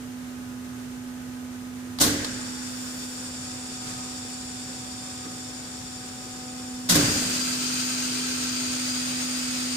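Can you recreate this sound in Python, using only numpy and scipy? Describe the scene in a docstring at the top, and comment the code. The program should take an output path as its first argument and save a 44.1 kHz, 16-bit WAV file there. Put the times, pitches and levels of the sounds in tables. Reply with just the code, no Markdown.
"""Factory hall, a stereo pair of microphones walking slowly back from the panel of a bottle washer.
Magnetic hum, a sum of sines, swells and fades in the standing waves over the filtered noise of the hall.
A button clicks, a valve dumps air in noise bursts, and the door cylinder hisses as the hatch slides down.
A second valve bangs open, steel panels and pipe ring as damped sines, the pump sings in steady tones
and water jets hiss, as resonant noise with close echoes, inside the steel cabinet."""
import sys
import numpy as np
from scipy import signal
from scipy.fft import rfft, irfft, next_fast_len
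from scipy.io import wavfile

SR = 44100
rng = np.random.default_rng(int(sys.argv[2]) if len(sys.argv) > 2 else 0)


def to_wav(s):
    """Save 16-bit WAV."""
    ch = np.atleast_2d(s).T  # columns
    pcm = np.round(np.clip(ch, -1, 1) * 32767)  # PCM
    wavfile.write(sys.argv[1], SR, pcm.astype(np.int16))


N = 430416

# Levels of all but the hum and whines are set ahead of the microphone ports; a COLOUR is relative.
# Hum along the walk: [t/s, fundamental level/dB, left-right level/dB]
HUM = [(0, -37.5, -5), (2.7, -37.5, -5), (3.3, -39.5, -1), (4.8, -41, -2.5), (5.7, -42.5, 1.5),
       (6.3, -43, 2), (6.7, -37, -1), (7.5, -34, -2.5), (9.76, -33, -2.5)]
HUM_HZ = 250.33
# Hum overtones: [multiple, level/dB, extra level/dB at the hatch, left-right level/dB,
# reflections against the direct wave]
HUM_OVERTONES = [(2, -64.5, 2, -4, .6), (3, -62.5, 8, -6.5, 0.51), (5, -64, 2, -9.5, .55)]
# Position: at the panel, then turning to the hatch and stepping slowly back
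WALK_START_S, TURN_S, LEAVE_HATCH_S = 2.81, 0.44, 6.9
WALK_M_PER_S, SWAY_M = 0.358, 0.027
SOUND_M_PER_S = 343
# Strong crests of the standing waves met on the walk: [t/s, multiple of the hum, lift level/dB]
CRESTS = [(3.1, 2, 12.5), (3.15, 3, 4), (4.0, 5, 6.5), (5.3, 5, 8.5), (6.3, 5, 5), (6.5, 2, 9)]
CREST_WIDTH_S = 0.17
# Weaker steady tones of the electrics: [f/Hz, mean level/dB between the ears]
WHINES = [(100, -60), (118, -56.5), (850.6, -63.5), (1001.3, -66), (1502, -68)]
# Noise of the hall: [f/Hz, density level/dB]
HALL_COLOUR = [(20, -30), (45, -19), (62, -13), (76, -10.5), (105, -8.5), (200, -12), (330, -14),
               (650, -19.5), (900, -24), (1600, -20), (2150, -24.5), (4500, -28.5), (7500, -28),
               (15000, -36)]
HALL_DB = -43.5
# Start button pressed and let go: [t/s, level/dB, t60/s]
CLICKS = [(1.9865, -26, 0.048), (2.245, -23.5, 0.051)]
# Click spectrum: [f/Hz, density level/dB]
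CLICK_COLOUR = [(400, -8), (920, 4), (2400, -8), (3900, 9), (6000, -2), (10000, -8), (15000, -16)]
# Valve blasts: [t/s, hiss level/dB, hiss rise/s, hiss t60/s, rumble level/dB, hall tail level/dB]
BLASTS = [(1.997, -14, 0.02, 0.33, -29.5, -28), (6.887, -15, 0.011, 0.31, -30, -26),
          (6.952, -17, .006, 0.1, -26.5, -34)]
FIRST_VALVE_S, SECOND_VALVE_S = BLASTS[0][0], BLASTS[1][0]
# Blast hiss: [f/Hz, density level/dB]
BLAST_COLOUR = [(300, -4.5), (900, -3.5), (1600, -6), (2600, -9.5), (3700, 0), (6000, 0), (8700, -2.5),
                (11000, -5.5), (15000, -9.5)]
# Blast rumble: [f/Hz, density level/dB]
RUMBLE_COLOUR = [(25, -36), (50, -16), (85, -2), (220, 5), (400, -1.5), (800, -8), (1600, -11.5),
                 (3000, -26)]
HALL_T60_S = 1.32
# Air leaving the door cylinder holds its level, then fades
BLEED_DB, BLEED_HOLD_S, BLEED_FADE_DB_PER_S = -38.5, 2.37, 1.5
# Its throttle: [f/Hz, density level/dB]
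BLEED_COLOUR = [(300, -11), (900, -6), (2000, -9.5), (4000, -9.5), (6200, -12), (7500, 1), (9200, -2.5),
                (10000, -13.5), (12000, -21.5), (15000, -36)]
# Resonances of the throttle: [f/Hz, width/Hz, level/dB]
BLEED_PEAKS = [(2520, 150, 7), (3545, 220, 10), (4634, 190, 10.5), (5440, 420, 15), (6980, 380, 7.5)]
# Passing the throttle's mouth, where its treble is beamed: [t/s, width/s, level/dB]
BEAM = (2.92, 0.38, -48)
# The hatch rubbing in its guides: [t/s, level/dB, t60/s]
RUBS = [(3.35, -45, 1), (3.8, -38, 1.2), (4.62, -48, .8)]
# Rubbing spectrum: [f/Hz, density level/dB]
RUB_COLOUR = [(50, -23), (125, 7), (200, -4), (500, -13), (900, -13), (1700, -11), (2600, -15), (8000, -13),
              (15000, -30)]
# Jolts that ring the cabinet panels: [t/s, level/dB]
JOLTS = [(2.006, -26.5), (2.046, -26.5), (6.952, -24)]
# Modes of the panels: [f/Hz, level/dB against the jolt, t60/s]
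PANELS = [(100, -11, 0.84), (215.5, -18, 0.95), (292.6, 0, 0.76), (449, -17, 1), (547, -14.5, 0.92),
          (681, -15, 0.31)]
# Water hammer in the supply pipe: [t/s, f/Hz, level/dB, t60/s]
HAMMER = [(6.897, 167.5, -23, 0.36), (6.96, 150, -24, 0.19), (7.035, 123.3, -29, .3)]
# Dull knocks: [t/s, level/dB, t60/s]
KNOCKS = [(2.63, -46, .1), (5.25, -36, 0.13), (6.11, -41, 0.084)]
# Knock spectrum: [f/Hz, density level/dB]
KNOCK_COLOUR = [(60, -23), (200, -3), (390, 5), (600, -24), (1700, -12), (4000, -40)]
# Pump tones: [multiple of the vane rate, level/dB before the fade]
PUMP = [(.525, -49), (1, -47), (3, -59), (9, -53)]
VANE_HZ, PUMP_FADE_DB_PER_S = 297.9, 4
# Water jets open with a surge that decays, with this time constant, to a steady level
JET_DB, SURGE_DB, SETTLE_S = -30.5, 6, 0.55
# Hiss of the jets: [f/Hz, density level/dB]
JET_COLOUR = [(30, -26), (150, -3.5), (400, -5), (900, -9), (1900, -3.5), (2600, -1.5), (4000, 0),
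              (5800, -2), (8700, 0.5), (9700, -7.5), (10600, -22.5), (12800, -24), (13600, -5),
              (14400, -18), (15200, -41)]
# Resonances of the nozzles: [f/Hz, width/Hz, level/dB]
JET_PEAKS = [(1400, 210, 6.5), (2530, 160, 4), (4565, 114, 6), (4730, 100, 6), (4940, 150, 4.5),
             (5230, 110, 5), (6540, 120, 4), (6900, 140, 5.5)]
# A jet whistling briefly: [t/s, f/Hz, peak level/dB, t60/s]
WHISTLES = [(7.37, 4780, -32, .35), (8.86, 4880, -31, .25)]
# Likeness of the noise at the two microphones, limited to -1..1: [f/Hz, left-right correlation]
LIKENESS = [(60, 1.1), (130, 0.8), (290, 1), (640, 0.17), (1400, -0.12), (3000, 0)]
# Difference in colour of the two microphone ports: [f/Hz, left-right level/dB]
PORTS = [(100, -2.5), (700, -2), (1500, -6.5), (2200, -1), (4200, -0.5), (6200, 7.5), (6900, 9), (7600, -4),
         (8700, -6), (10500, -2.5), (13500, 1.5)]
CUTOFF_HZ = 15400
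EARS = np.array([[1], [-1]])  # left, right
T = np.arange(N) / SR
SIZE = next_fast_len(N, real=True)
HZ = np.maximum(np.fft.rfftfreq(SIZE, 1 / SR), 1)


def from_db(db):
    """Decibels to gain."""
    return 10 ** (np.asarray(db) / 20)


def rms_one(x):
    """Scale to unit power."""
    return x / np.sqrt(np.mean(x ** 2) + 1e-20)


def in_time(rows):
    """Each column of a curve at every sample."""
    s, *columns = np.transpose(rows)
    return [np.interp(T, s, column) for column in columns]


def over_hz(points):
    """A table joined by straight lines on a log-frequency axis."""
    hz, value = np.transpose(points)
    return np.interp(np.log(HZ), np.log(hz), value)


def filtered(x, gain):
    """Apply a gain for each frequency."""
    return irfft(rfft(x, SIZE) * gain, SIZE)[..., :N]


def drift(rate):
    """Slow random wandering of rms 1, low-passed around a rate in Hz."""
    size = 2 ** 14
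    hz = np.fft.rfftfreq(size, T[-1] / size)
    slow = irfft(rfft(rng.standard_normal(size)) / (1 + (hz / rate) ** 2))
    return np.interp(T, np.linspace(0, T[-1], size), rms_one(slow))


def noise(colour, peaks=(), echoes=1):
    """Stereo turbulence with a broad colour, resonances and an echo pattern; rms 1."""
    level_db = over_hz(colour)
    for hz, width, peak_db in peaks:
        extra_power = from_db(peak_db) ** 2 - 1
        resonance = 1 + extra_power / (1 + (2 * (HZ - hz) / width) ** 2)
        level_db = level_db + 10 * np.log10(resonance)
    mid, side = rfft(rng.standard_normal((2, SIZE)))
    alike = np.clip(over_hz(LIKENESS), -1, 1)
    pair = np.sqrt(1 + alike) * mid + np.sqrt(1 - alike) * side * EARS
    return rms_one(irfft(pair * from_db(level_db) * echoes, SIZE)[:, :N])


def steel_echoes(share, longest_s, count=24):
    """Direct sound plus reflections off flat steel: a fine comb, different at each ear."""
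    reflections = np.zeros((2, SIZE))
    for ear in reflections:
        delay_s = rng.uniform(.002, max(longest_s, .003), count)
        ear[(delay_s * SR).astype(int)] = rng.choice([-1, 1], count)
    return 1 + share * rfft(reflections) / np.sqrt(count)


def walked_past(colour, peaks, share, longest_s, count=3):
    """A hiss whose echo pattern turns slowly into others and comes round every 4 s."""
    weights = [np.maximum(np.cos(2 * np.pi * (T / 4 - k / count)), 0) for k in range(count)]
    hiss = sum(w * noise(colour, peaks, steel_echoes(share, longest_s)) for w in weights)
    return hiss / np.sqrt(sum(w ** 2 for w in weights))


def opened(start, rise):
    """Flow through a valve that opens in a straight rise and stays open."""
    return np.clip((T - start) / rise, 0, 1)


def swell(start, rise, t60):
    """A straight rise, then an exponential fall."""
    return opened(start, rise) * from_db(-60 * np.maximum(T - start - rise, 0) / t60)


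def passing(s, width):
    """A bell-shaped rise and fall as the listener passes a spot."""
    return np.exp(-((T - s) / width) ** 2)


def tone(hz, waver):
    """A sine of rms 1 whose phase wanders slowly by waver radians rms."""
    return np.sqrt(2) * np.sin(2 * np.pi * (hz * T + rng.random()) + waver * drift(1.4))


def taps(rows, colour, rise):
    """Contacts that set many close modes ringing, as bursts of coloured noise."""
    envelope = sum(from_db(db) * swell(s, rise, t60) for s, db, t60 in rows)
    return envelope * noise(colour)


def struck(s, hz, db, t60, rise):
    """One damped mode, its phase made unsteady by loose fittings; the level is rms after the rise."""
    phase = 2 * np.pi * hz * (T - s) + 0.7 * drift(18)
    return from_db(db) * swell(s, rise, t60) * np.sqrt(2) * np.sin(phase)


def standing_waves(hz, walked_m, reflected, count=6):
    """A tone of rms 1 in a field of direct and reflected waves whose phases turn with distance walked."""
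    heading, start = rng.random((2, count, 2, 1))
    coarse_m = walked_m[::200]  # the field changes slowly
    turns = start + np.cos(np.pi * heading) * coarse_m * hz / SOUND_M_PER_S
    field = 1 + reflected * np.exp(2j * np.pi * turns).sum(axis=0) / np.sqrt(count)
    field = np.array([np.interp(T, np.linspace(0, T[-1], len(port)), port) for port in field])
    return rms_one(np.real(field * np.exp(2j * np.pi * (hz * T + rng.random()))))


def hum():
    """Magnetic hum; overtones grow at the hatch and rise and fall with the hall's standing waves."""
    first_db, pan_db = in_time(HUM)
    phase = 2 * np.pi * HUM_HZ * T + .03 * drift(4) + 0.15 * EARS
    fundamental = from_db(first_db + EARS * pan_db / 2) * np.sqrt(2) * np.sin(phase)
    walked_m = WALK_M_PER_S * np.maximum(T - WALK_START_S, 0) + SWAY_M * drift(1.5)
    at_hatch = opened(WALK_START_S, TURN_S) * (1 - opened(LEAVE_HATCH_S, TURN_S))
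    overtones = 0
    for multiple, db, hatch_db, overtone_pan_db, reflected in HUM_OVERTONES:
        crest_db = sum(lift_db * passing(s, CREST_WIDTH_S) for s, k, lift_db in CRESTS if k == multiple)
        level_db = db + hatch_db * at_hatch + crest_db + EARS * overtone_pan_db / 2
        overtones += from_db(level_db) * standing_waves(multiple * HUM_HZ, walked_m, reflected)
    return fundamental + overtones


def whines():
    """Steady tones of the electrics, wandering in level and 3 dB stronger on the right."""
    tones = sum(from_db(db + 1.5 * drift(1.3)) * tone(hz, waver=0.26) for hz, db in WHINES)
    return tones * from_db(-1.5 * EARS)


def hall():
    """Steady broadband noise of the hall, strongest in the bass, its level wandering a little."""
    return from_db(HALL_DB + .5 * drift(11.0)) * noise(HALL_COLOUR)


def start_button():
    """Short contact clicks as the button is pressed and let go."""
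    return taps(CLICKS, CLICK_COLOUR, rise=.001)


def blasts():
    """Each valve dumps its pressure: a sharp hiss, a shuddering rumble and a coloured tail from the hall."""
    hiss_power = rumble_power = tail_power = 0
    for start, hiss_db, rise, t60, rumble_db, tail_db in BLASTS:
        hiss_power += (from_db(hiss_db) * swell(start, rise, t60)) ** 2
        rumble_power += (from_db(rumble_db) * swell(start, 0.019, t60=1.43)) ** 2
        tail_power += (from_db(tail_db) * swell(start, 0.062, HALL_T60_S)) ** 2
    tail = noise([(300, 6), (1000, -16.0), (1600, 8.5), (2600, 1), (4500, 3.5), (8000, 0), (15000, -36)])
    rumble = noise(RUMBLE_COLOUR) * from_db(2.0 * drift(22))
    echoes = steel_echoes(share=0.65, longest_s=.006)
    hiss = noise(BLAST_COLOUR, echoes=echoes) * from_db(0.68 * drift(90))
    return np.sqrt(hiss_power) * hiss + np.sqrt(rumble_power) * rumble + np.sqrt(tail_power) * tail


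def door_cylinder():
    """Air bleeds through a throttle, slowly fading, from the first valve until the second one switches."""
    fading_s = np.maximum(T - FIRST_VALVE_S - BLEED_HOLD_S, 0)
    level_db = BLEED_DB - BLEED_FADE_DB_PER_S * fading_s + 0.5 * drift(14.0)
    flow = opened(FIRST_VALVE_S, 0.087) * (1 - opened(SECOND_VALVE_S, .1))
    hiss = walked_past(BLEED_COLOUR, BLEED_PEAKS, share=0.67, longest_s=.012)
    passing_s, width_s, beam_db = BEAM
    treble = noise([(3000, -30), (7000, -2), (11000, 0), (15000, -2)])
    beam = from_db(beam_db) * passing(passing_s, width_s) * treble
    return flow * from_db(level_db) * hiss + beam


def hatch():
    """The hatch sets off with a hollow sliding noise and rubs here and there on its way down."""
    hollow = noise([(100, -9), (500, -1), (1000, -2), (1600, 8.0), (2400, -5), (6000, -24)])
    sliding = from_db(-44.0) * swell(FIRST_VALVE_S, 0.082, t60=7.4) * hollow
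    return sliding + taps(RUBS, RUB_COLOUR, rise=0.081)


def cabinet():
    """Jolts ring the damped modes of the steel panels."""
    return sum(struck(s, hz, db + mode_db, t60, rise=0.0044)
               for s, db in JOLTS for hz, mode_db, t60 in PANELS)


def knocks():
    """Dull knocks as short bursts of low-coloured noise."""
    return taps(KNOCKS, KNOCK_COLOUR, rise=0.0037)


def jets():
    """Water jets hiss between the cabinet's walls; they surge at first, then settle."""
    surge = np.exp(-np.maximum(T - SECOND_VALVE_S, 0) / SETTLE_S)
    level_db = JET_DB + SURGE_DB * surge + 0.63 * drift(22)
    hiss = walked_past(JET_COLOUR, JET_PEAKS, share=1.12, longest_s=.025)
    # air left in the nozzles adds a bright hiss that dies away
    bright = noise([(4000, -25), (7000, 11), (11000, -4), (14000, -1), (15500, -8)])
    spit = from_db(-34.5) * swell(SECOND_VALVE_S, 0.14, t60=5.9) * bright
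    whistles = 0
    for s, hz, db, t60 in WHISTLES:
        phase = 2 * np.pi * hz * T + .5 * drift(50)
        whistles += from_db(db) * swell(s, 0.045, t60) * np.sin(phase)
    return opened(SECOND_VALVE_S, 0.026) * from_db(level_db) * hiss + spit + whistles


def pump():
    """The pump sings at multiples of its vane rate, starting with the second valve and slowly fading."""
    fade = from_db(-PUMP_FADE_DB_PER_S * np.maximum(T - SECOND_VALVE_S, 0))
    tones = sum(from_db(db) * tone(k * VANE_HZ, waver=0.97) for k, db in PUMP)
    return opened(SECOND_VALVE_S, 0.32) * fade * tones


def water_hammer():
    """The starting water column thumps in its pipe, as damped low modes."""
    return sum(struck(s, hz, db, t60, rise=0.012) for s, hz, db, t60 in HAMMER)


def scene():
    """All but the hum and whines passes two differently coloured microphone ports."""
    air = hall() + start_button() + blasts() + door_cylinder() + hatch()
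    air = air + cabinet() + knocks() + jets() + pump() + water_hammer()
    ports = from_db(over_hz(PORTS) / 2 * EARS)
    return filtered(air, ports) + hum() + whines()


def record(dry):
    """The top is cut steeply by an elliptic low-pass."""
    steep_cut = signal.ellip(10, .2, 90, CUTOFF_HZ, fs=SR, output="sos")
    return signal.sosfilt(steep_cut, dry)


dry = scene()
out = record(dry)
to_wav(out)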